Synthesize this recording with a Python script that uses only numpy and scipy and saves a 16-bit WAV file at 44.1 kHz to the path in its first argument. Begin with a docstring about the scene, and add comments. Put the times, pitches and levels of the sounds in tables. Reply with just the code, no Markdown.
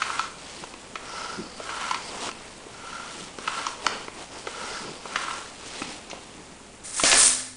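"""A tiled room, a bicycle floor pump worked close by. Air whooshes through the barrel on each stroke, the
piston rubs, the rod rasps, and handle and valve clack at the turns. Then the pump head is pulled off: it leaks,
pops free, and the hose empties in a loud hiss that leaves the hose ringing faintly. Clacks, pops and hiss echo
off the tiles, over faint room noise and mains hum."""
import sys
import numpy as np
from scipy import signal
from scipy.fft import rfft, irfft, next_fast_len
from scipy.io import wavfile

SR = 44100
rng = np.random.default_rng(int(sys.argv[2]) if len(sys.argv) > 2 else 0)


def unload_audio(sound):
    """Save the sound as a 16-bit wav file, at the path given as the first command line argument."""
    columns = np.transpose(np.atleast_2d(sound))
    # keep every value between -1 and 1, then stretch to whole-number steps
    steps = np.round(np.clip(columns, -1, 1) * 32767)
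    wavfile.write(sys.argv[1], SR, steps.astype(np.int16))


N = 333396
CUTOFF_HZ = 10250

# Barrel air resonances: pitch_hz, width_hz, intake_gain_db, push_gain_db
BARREL_MODES = [(978, 44, -2, -16), (1100, 180, -18, 0), (1352, 91, 5, 5.5), (1594, 110, -16, -5),
                (2000, 230, -11, -9.5), (2600, 690, -17, -15), (2950, 140, -18, -14.5),
                (4080, 540, -19, -22), (5500, 280, -15, -19.5), (7500, 300, -44, -37)]
# Handle pulled up: start_s, fastest_s, end_s, air_gain_db, rub_gain_db, swish_gain_db
UP_STROKES = [(0.90, 1.24, 1.57, -37.5, -45, -50), (2.6, 2.96, 3.42, -40.5, -49, -54.5),
              (4.36, 4.68, 5.05, -38.5, -44, -43.5)]
# Handle pushed down: start_s, fastest_s, end_s, air_gain_db, rub_gain_db, swish_gain_db
DOWN_STROKES = [(-0.25, 0.166, 0.35, -35, -48.5, -42.5), (1.49, 1.86, 2.07, -33.3, -47, -43.5),
                (3.352, 3.595, 3.805, -34, -45, -41.5), (4.978, 5.25, 5.577, -37, -44, -42)]


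def barrel_air(intake_trim_db, push_trim_db):
    """Turbulent air sounds the barrel: narrow and whistling going up, broader going down."""
    modes = np.array(BARREL_MODES)
    whistle = rms_one(resonate(rng.standard_normal(N), modes[:, [0, 1, 2]]))
    whoosh = rms_one(resonate(rng.standard_normal(N), modes[:, [0, 1, 3]]))
    intake, _, _ = swells(UP_STROKES, speed_power=2.57)
    push, _, _ = swells(DOWN_STROKES, speed_power=2.1)
    air = from_db(intake_trim_db) * intake * whistle + from_db(push_trim_db) * push * whoosh
    return air * flutter(rate_hz=87, depth_db=1.5)


# Steps of the gap at the pump head: start_s, jet_gain_db, gush_gain_db
GAP_STEPS = [(6.835, -36.5, -44.5), (6.935, -30.5, -40.5), (6.962, -25.5, -35.5), (7.033, -18.5, -17),
             (7.12, -16, -14.5), (7.17, -7.5, -16.5)]
# Narrow-gap jet: freq_hz, gain_db
JET_SPECTRUM = [(150, -57), (500, -23), (2000, -20.5), (3500, -12.5), (5000, -10), (6500, -5.5),
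                (8000, -2.5), (9300, 1), (10200, -10)]
# Open-hose gush: freq_hz, gain_db
GUSH_SPECTRUM = [(30, 1), (70, -18), (165, -18), (250, -7), (350, -10), (500, -2.5), (800, -3), (1300, -1),
                 (2300, -3), (3500, -3.5), (5500, -0.5), (8000, -3.5), (10000, -39)]
# Hose pipe resonances: pitch_hz, width_hz, gain_db
HOSE_MODES = [(1200, 55, -14), (1730, 38, 6.5), (2090, 62, -3)]


def escaping_air(jet_trim_db, gush_trim_db, widen_s):
    """The gap gives a thin sputtering jet; the hose adds a gush that fades first as pressure falls."""
    steps = np.zeros((2, N))
    for start_s, *gains_db in GAP_STEPS:
        steps[:, int(start_s * SR):] = from_db(gains_db)[:, None]
    jet_gain, gush_gain = smooth(steps, widen_s)
    jet_gain *= from_db(jet_trim_db) * fade(start_s=7.265, db_per_s=146)
    gush_gain *= from_db(gush_trim_db) * fade(start_s=7.221, db_per_s=87)
    gush = noise(GUSH_SPECTRUM)
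    gush = rms_one(gush + resonate(gush, HOSE_MODES))
    hiss = jet_gain * noise(JET_SPECTRUM) + gush_gain * gush
    return hiss * flutter(rate_hz=140, depth_db=1.44)


# Seal and lever hits:
# start_s, ring_gain_db, favoured_hz, thud_gain_db, crack_gain_db, crack_hz, chatter_decay_s
HEAD_POPS = [(7.037, -33, 1400, -19, -17.5, 4500, 0.004), (7.116, -28, 1300, -35, -13.5, 3180, 0.0041),
             (7.128, -19, 1410, -22, -14, 2320, 0.0024)]


def head_pops(trim_db):
    """The head's seal pops and its lever snaps."""
    return from_db(trim_db) * impacts(HEAD_POPS, chatter=0.096, thud_decay_s=0.011, db_per_octave=4)


# Handle, rod and valve hits:
# start_s, ring_gain_db, favoured_hz, thud_gain_db, crack_gain_db, crack_hz, chatter_decay_s
HANDLE_CLACKS = [(0.019,-24,1360,-55,-28,3100,0.0079), (0.102,-30.5,1200,-54,-50,2700,0.0027),
                 (0.194,-23,1230,-52,-32.5,2900,0.0017), (0.638,-39.5,1200,-43,-48,2300,0.0029),
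                 (0.739,-45.5,1100,-45,-45,2300,0.0024), (0.956,-34.5,1310,-43,-35.5,2300,0.0037),
                 (1.601,-43,1220,-35.5,-52,2300,0.0024), (1.692,-33.5,1300,-59,-44,2700,0.012),
                 (1.911,-24.5,1060,-57,-31.5,3800,0.0034), (1.945,-29.5,1100,-55,-31.5,2600,0.0039),
                 (2.29,-35,1140,-37,-41,2600,0.0034), (2.315,-46,1170,-59,-41,2410,0.0018),
                 (2.667,-65,1100,-42.5,-65,2600,.003), (3.386,-41,1200,-37,-44.5,4000,0.0032),
                 (3.4765,-24.5,1285,-43,-30,2600,0.0067), (3.667,-26.5,1070,-60,-32.5,4500,0.0033),
                 (3.866,-21,1180,-34.5,-23,3700,0.0022), (4.082,-40.5,1130,-39.5,-42,2430,0.0028),
                 (4.471,-36,1221,-33.5,-38,2960,0.0055), (5.055,-38,1060,-38.5,-52,2420,0.0032),
                 (5.1585,-26,1200,-41.5,-26,2450,0.0053), (5.282,-31.5,1200,-55,-55,2600,0.0034),
                 (5.309,-34,1180,-62,-41,2600,.003), (5.819,-36,1130,-33,-35,2300,0.0058),
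                 (6.1,-49,1210,-55,-42,5500,0.0091), (6.113,-59,1320,-60,-40,3280,0.005),
                 (6.132,-47,1150,-37,-55,3000,.003), (6.997,-27.5,1100,-50,-32.5,2800,0.0049)]


def handle_clacks(trim_db):
    """Handle, rod and valve knock against the pump."""
    hits = impacts(HANDLE_CLACKS, chatter=0.092, thud_decay_s=0.0045, db_per_octave=20.5)
    return from_db(trim_db) * hits


# Struck pump modes: pitch_hz, gain_db, t60_s
STRUCK_MODES = [(888, 0, 0.023), (1035, 0, 0.018), (1323, -0.5, 0.032), (1566, -3, 0.014),
                (1985, -11.5, 0.022), (2410, -3.5, 0.048)]
# Foot thud: freq_hz, gain_db
THUD_SPECTRUM = [(60, -35), (160, -19.5), (300, -1.5), (460, -5.5), (700, -3.5), (1100, -19), (2500, -37)]
# Plastic crack: freq_hz, gain_db
CRACK_SPECTRUM = [(900, -17), (1600, 3.5), (2100, 8.5), (2850, 3.5), (3500, -1), (4100, 0), (4550, -0.5),
                  (5100, -4.5), (6100, 2.5), (6900, -1.5), (8000, -11), (10000, -16.5)]


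def impacts(hits, chatter, thud_decay_s, db_per_octave):
    """A part scrapes home and chatters: the pump rings, its foot thuds, the plastic cracks."""
    out, lead_samples = np.zeros(N), SR // 200
    t = np.arange(-lead_samples, SR // 10 - lead_samples) / SR
    thud_noise, crack_noise = noise(THUD_SPECTRUM), noise(CRACK_SPECTRUM)
    scrape_in = np.exp(np.minimum(t, 0) / 0.00065)
    since_hit_s = np.maximum(t, 0)
    for start_s, ring_db, favoured_hz, thud_db, crack_db, crack_hz, chatter_decay_s in hits:
        # The spot struck favours modes near one pitch.
        modes = [(hz, db - db_per_octave * abs(np.log2(hz / favoured_hz)), t60_s)
                 for hz, db, t60_s in STRUCK_MODES]
        rattle = scrape_in * np.exp(-since_hit_s / chatter_decay_s)
        contacts = (t == 0) + chatter * rng.standard_normal(len(t)) * rattle
        span = slice(int(start_s * SR), int(start_s * SR) + len(t))
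        ring = rms_one(signal.fftconvolve(contacts, ringing(modes, t - t[0]))[:len(t)])
        thud = rms_one(thud_noise[span] * scrape_in * np.exp(-since_hit_s / thud_decay_s))
        crack = rms_one(resonate(crack_noise[span] * rattle, [(crack_hz, 0.91 * crack_hz, 0)]))
        hit = from_db(ring_db) * ring + from_db(thud_db) * thud + from_db(crack_db) * crack
        add(out, start_s + t[0], hit)
    return out


# Body leaning on the handle: start_s, fastest_s, end_s, rub_gain_db, swish_gain_db
HANDLE_LEANS = [(0.22, 0.6, 0.77, -48.5, -46.5), (1.9, 2.15, 2.33, -41, -44),
                (2.16, 2.26, 2.33, -36.5, -38), (2.28, 2.42, 2.64, -50.5, -52), (2.95, 3.17, 3.4, -51, -45),
                (3.75, 3.88, 4.13, -38, -44), (4.1, 4.22, 4.28, -42, -46.5), (4.28, 4.37, 4.45, -42, -47.5),
                (5.48, 5.81, 6.1, -44, -41.5), (6.05, 6.15, 6.2, -47, -59)]
# Low rub: freq_hz, gain_db
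RUB_SPECTRUM = [(120, -11.5), (220, -0.5), (350, 0.5), (460, 4.5), (650, 0.5), (850, 3), (1200, 0.5),
                (1800, -9.5), (3000, -8), (6000, -34)]
# High swish: freq_hz, gain_db
SWISH_SPECTRUM = [(900, -18), (1800, 0), (2800, 1.5), (3800, 0.5), (4800, 0.5), (6500, -2.5), (8500, -2.5),
                  (10000, -9.5)]


def sliding(rub_trim_db, swish_trim_db):
    """Seal and cloth slide with a fine grain on every stroke and lean, over the grip's rustle."""
    _, stroke_rub, _ = swells(UP_STROKES + DOWN_STROKES, speed_power=0.63)
    _, _, stroke_swish = swells(UP_STROKES + DOWN_STROKES, speed_power=0.9)
    lean_rub, lean_swish = swells(HANDLE_LEANS, speed_power=1.48)
    grip = fade(start_s=6.3, db_per_s=9.5)
    rub = np.linalg.norm([stroke_rub, lean_rub, from_db(-53) * grip], axis=0)
    swish = np.linalg.norm([stroke_swish, lean_swish, from_db(-52) * grip], axis=0)
    rub *= from_db(rub_trim_db) * noise(RUB_SPECTRUM) * flutter(rate_hz=25, depth_db=1.5)
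    swish *= from_db(swish_trim_db) * noise(SWISH_SPECTRUM) * flutter(rate_hz=280, depth_db=2.0)
    return rub + flutter_bands(swish, rate_hz=13, depth_db=1.4)


# Rod rasping in its guide: start_s, fastest_s, end_s, gain_db, start_pitch_hz
ROD_RASPS = [(1.017, 1.17, 1.7, -51.5, 5300), (1.96, 2.24, 2.1, -45, 5000), (4.275, 4.38, 4.5, -57, 5200),
             (4.56, 4.72, 5.12, -53, 5200)]
# Seal chirp on the last upstroke: start_s, fastest_s, end_s, gain_db, start_pitch_hz
SEAL_CHIRP = [(4.745, 4.767, 4.795, -35.5, 1590)]


def friction(moves, width_hz, trim_db, sag_hz_per_s=1100):
    """A narrow band of friction noise sinks in pitch as the rod travels."""
    tones = np.zeros(N)
    grain = rms_one(slow_noise(width_hz / 2))
    for start_s, fastest_s, end_s, gain_db, start_pitch_hz in moves:
        t, speed = movement(start_s, fastest_s, end_s)
        pitch_hz = start_pitch_hz - sag_hz_per_s * (t - start_s)
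        tone = np.sin(2 * np.pi * np.cumsum(pitch_hz) / SR)
        add(tones, start_s, from_db(gain_db + trim_db) * speed * tone)
    return np.sqrt(2) * grain * tones


# Weight shifts: centre_s, length_s, gain_db
WEIGHT_SHIFTS = [(0.623, 0.033, -38), (1.397, 0.031, -28), (1.453, 0.038, -41), (2.283, 0.055, -43),
                 (3.21, 0.089, -40), (4.858, 0.086, -36.5), (4.913, 0.022, -38.5), (5.803, .03, -48),
                 (6.395, 0.072, -43.5), (6.523, 0.02, -45)]
# Dull shuffle: freq_hz, gain_db
SHUFFLE_SPECTRUM = [(70, -34), (140, -6), (200, 0), (255, -9.5), (320, -1), (430, -10), (600, -38),
                    (1500, -42)]


def shuffles(trim_db):
    """Weight shifts on the pump's foot in short, juddering swells of rumble."""
    t = np.arange(N) / SR
    swell = sum(from_db(gain_db) * np.exp(-2 * ((t - centre_s) / length_s) ** 2)
                for centre_s, length_s, gain_db in WEIGHT_SHIFTS)
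    return from_db(trim_db) * swell * noise(SHUFFLE_SPECTRUM) * flutter(rate_hz=71, depth_db=0.5)


# Low hose ring modes: pitch_hz, level_db, t60_s
HOSE_RING_MODES = [(106.5, -44.5, 4.8), (256, -32.5, 2.2)]


def hose_ring():
    """The last pop leaves the hose humming."""
    last_pop_s = HEAD_POPS[-1][0]
    return ringing(HOSE_RING_MODES, np.maximum(np.arange(N) / SR - last_pop_s, 0))


# Tiled room's tail: freq_hz, t60_s, gain_db
TILE_TAIL = [(150, 0.93, 4.5), (1200, 0.54, -6), (2500, 0.68, 5), (4500, 0.59, 0.5), (10000, 0.62, -1)]


def tiled_room(x, wet_db, first_echo_s):
    """Tiles add a dense tail whose bass lasts longest."""
    t, table = np.arange(SR) / SR, np.array(TILE_TAIL)
    edges_hz, tail = np.geomspace(90, 11000, 8), 0
    for low_hz, high_hz in zip(edges_hz, edges_hz[1:]):
        bandpass = signal.butter(2, [low_hz, high_hz], "band", fs=SR, output="sos")
        band = signal.sosfilt(bandpass, rng.standard_normal(SR))
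        centre_hz = np.sqrt(low_hz * high_hz)
        t60_s, gain_db = at_hz(table[:, [0, 1]], centre_hz), at_hz(table[:, [0, 2]], centre_hz)
        tail += band * from_db(gain_db - 60 * t / t60_s)
    tail = rms_one(tail * (t > first_echo_s)) / np.sqrt(SR)
    return x + from_db(wet_db) * signal.fftconvolve(x, tail)[:N]


# Room and microphone noise: freq_hz, gain_db
FLOOR_SPECTRUM = [(20, 5), (30, 4), (45, -11), (90, 1), (150, 1), (220, 4.5), (400, 0), (700, -2.5),
                  (1200, -6), (2500, -11), (5000, -21.5), (7000, -12), (10000, -14.5)]


def noise_floor(noise_db, mains_hz, mains_db):
    """Steady room and microphone noise with a faint mains hum."""
    hum = np.sqrt(2) * np.sin(2 * np.pi * mains_hz * np.arange(N) / SR)
    return from_db(noise_db) * noise(FLOOR_SPECTRUM) + from_db(mains_db) * hum


def movement(start_s, fastest_s, end_s):
    """Times and speeds of one arm movement, from rest up to 1 and back."""
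    t = np.arange(max(start_s, 0), end_s, 1 / SR)
    return t, np.sin(np.pi / 2 * np.interp(t, [start_s, fastest_s, end_s], [0, 1, 0]))


def swells(moves, speed_power):
    """Gains that follow a power of each movement's speed, one per dB column."""
    energy = np.zeros((len(moves[0][3:]), N))
    for start_s, fastest_s, end_s, *gains_db in moves:
        _, speed = movement(start_s, fastest_s, end_s)
        for layer, db in zip(energy, gains_db):
            add(layer, start_s, (from_db(db) * speed ** speed_power) ** 2)
    return np.sqrt(energy)


def resonate(x, resonances):
    """Parallel two-pole resonators."""
    out = 0
    for hz, width_hz, db in resonances:
        radius = np.exp(-np.pi * width_hz / SR)
        poles = [1, -2 * radius * np.cos(2 * np.pi * hz / SR), radius ** 2]
        out += from_db(db) * (1 - radius ** 2) / 2 * signal.lfilter([1, 0, -1], poles, x)
    return out


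def ringing(modes, t):
    """Damped sines from t = 0, neighbours in opposite phase."""
    return sum((-1) ** k * from_db(db - 60 * t / t60_s) * np.sin(2 * np.pi * hz * t)
               for k, (hz, db, t60_s) in enumerate(modes))


def noise(spectrum):
    """Coloured noise, rms 1."""
    size = next_fast_len(N, real=True)
    hz = np.arange(size // 2 + 1) * SR / size
    colour = from_db(at_hz(spectrum, hz)) * (hz < CUTOFF_HZ)
    return rms_one(irfft(rfft(rng.standard_normal(size)) * colour, size)[:N])


def slow_noise(top_hz):
    """Low-passed noise."""
    return signal.sosfilt(signal.butter(2, top_hz, fs=SR, output="sos"), rng.standard_normal(N))


def flutter(rate_hz, depth_db):
    """Randomly wandering gain, rms 1."""
    return rms_one(from_db(depth_db * rms_one(slow_noise(rate_hz))))


def flutter_bands(x, rate_hz, depth_db):
    """Each band of a hiss swells and sinks by itself."""
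    out, rest = 0, x
    for edge_hz in np.geomspace(2500, 7500, 5):
        band = signal.sosfiltfilt(signal.butter(6, edge_hz, fs=SR, output="sos"), rest)
        out += band * flutter(rate_hz, depth_db)
        rest = rest - band
    return out + rest * flutter(rate_hz, depth_db)


def fade(start_s, db_per_s):
    """Gain that holds, then dies away."""
    return from_db(-db_per_s * np.maximum(np.arange(N) / SR - start_s, 0))


def smooth(x, lag_s):
    """One-pole lag."""
    pole = np.exp(-1 / (lag_s * SR))
    return signal.lfilter([1 - pole], [1, -pole], x)


def at_hz(points, hz):
    """Interpolate on a log-frequency axis."""
    points_hz, values = np.transpose(points)
    return np.interp(np.log(np.maximum(hz, 1)), np.log(points_hz), values)


def add(out, start_s, x):
    """Mix x into out from start_s."""
    i = max(int(start_s * SR), 0)
    out[i:i + len(x)] += x[:max(N - i, 0)]


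def from_db(db):
    """Decibels to gain."""
    return 10 ** (np.asarray(db) / 20)


def rms_one(x):
    """Scale to rms 1."""
    return x / np.sqrt(np.mean(x ** 2) + 1e-20)


def gain_control(x, threshold_db, release_db_per_s):
    """2:1 compression above the threshold, with steady recovery."""
    level_db = 10 * np.log10(smooth(x ** 2, lag_s=0.03) + 1e-12)
    excess_db = np.maximum(level_db - threshold_db, 0)
    recovery_db = release_db_per_s * np.arange(N) / SR
    cut_db = np.maximum.accumulate(excess_db / 2 + recovery_db, axis=-1) - recovery_db
    return x * from_db(-cut_db)


def scene():
    """Pumping, then the release, over the quiet room. Trims add to the tables' gains."""
    clacks = handle_clacks(trim_db=-7.5)
    pops = head_pops(trim_db=-11.0)
    pumping = barrel_air(intake_trim_db=1.5, push_trim_db=1.0)
    pumping += sliding(rub_trim_db=1.5, swish_trim_db=2.0)
    pumping += friction(ROD_RASPS, width_hz=800, trim_db=5.0)
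    pumping += friction(SEAL_CHIRP, width_hz=280, trim_db=-0.3)
    pumping += shuffles(trim_db=-4.5)
    release = pops + escaping_air(jet_trim_db=-2.5, gush_trim_db=-1.0, widen_s=0.0087)
    floor = noise_floor(noise_db=-48, mains_hz=59, mains_db=-62)
    clacks = tiled_room(clacks, wet_db=-9.5, first_echo_s=0.0074)
    release = tiled_room(release, wet_db=-13.5, first_echo_s=0.0057)
    return (pumping + clacks + release + hose_ring() + floor)[None]


def record(dry):
    """Gain ducks under the loud hiss, peaks are rounded, the top is cut steeply."""
    ducked = gain_control(dry, threshold_db=-21.5, release_db_per_s=0.5)
    rounded = 0.9 * np.tanh(ducked / 0.9)
    return signal.sosfilt(signal.ellip(12, 0.1, 80, CUTOFF_HZ, fs=SR, output="sos"), rounded)


dry = scene()
out = record(dry)
unload_audio(out)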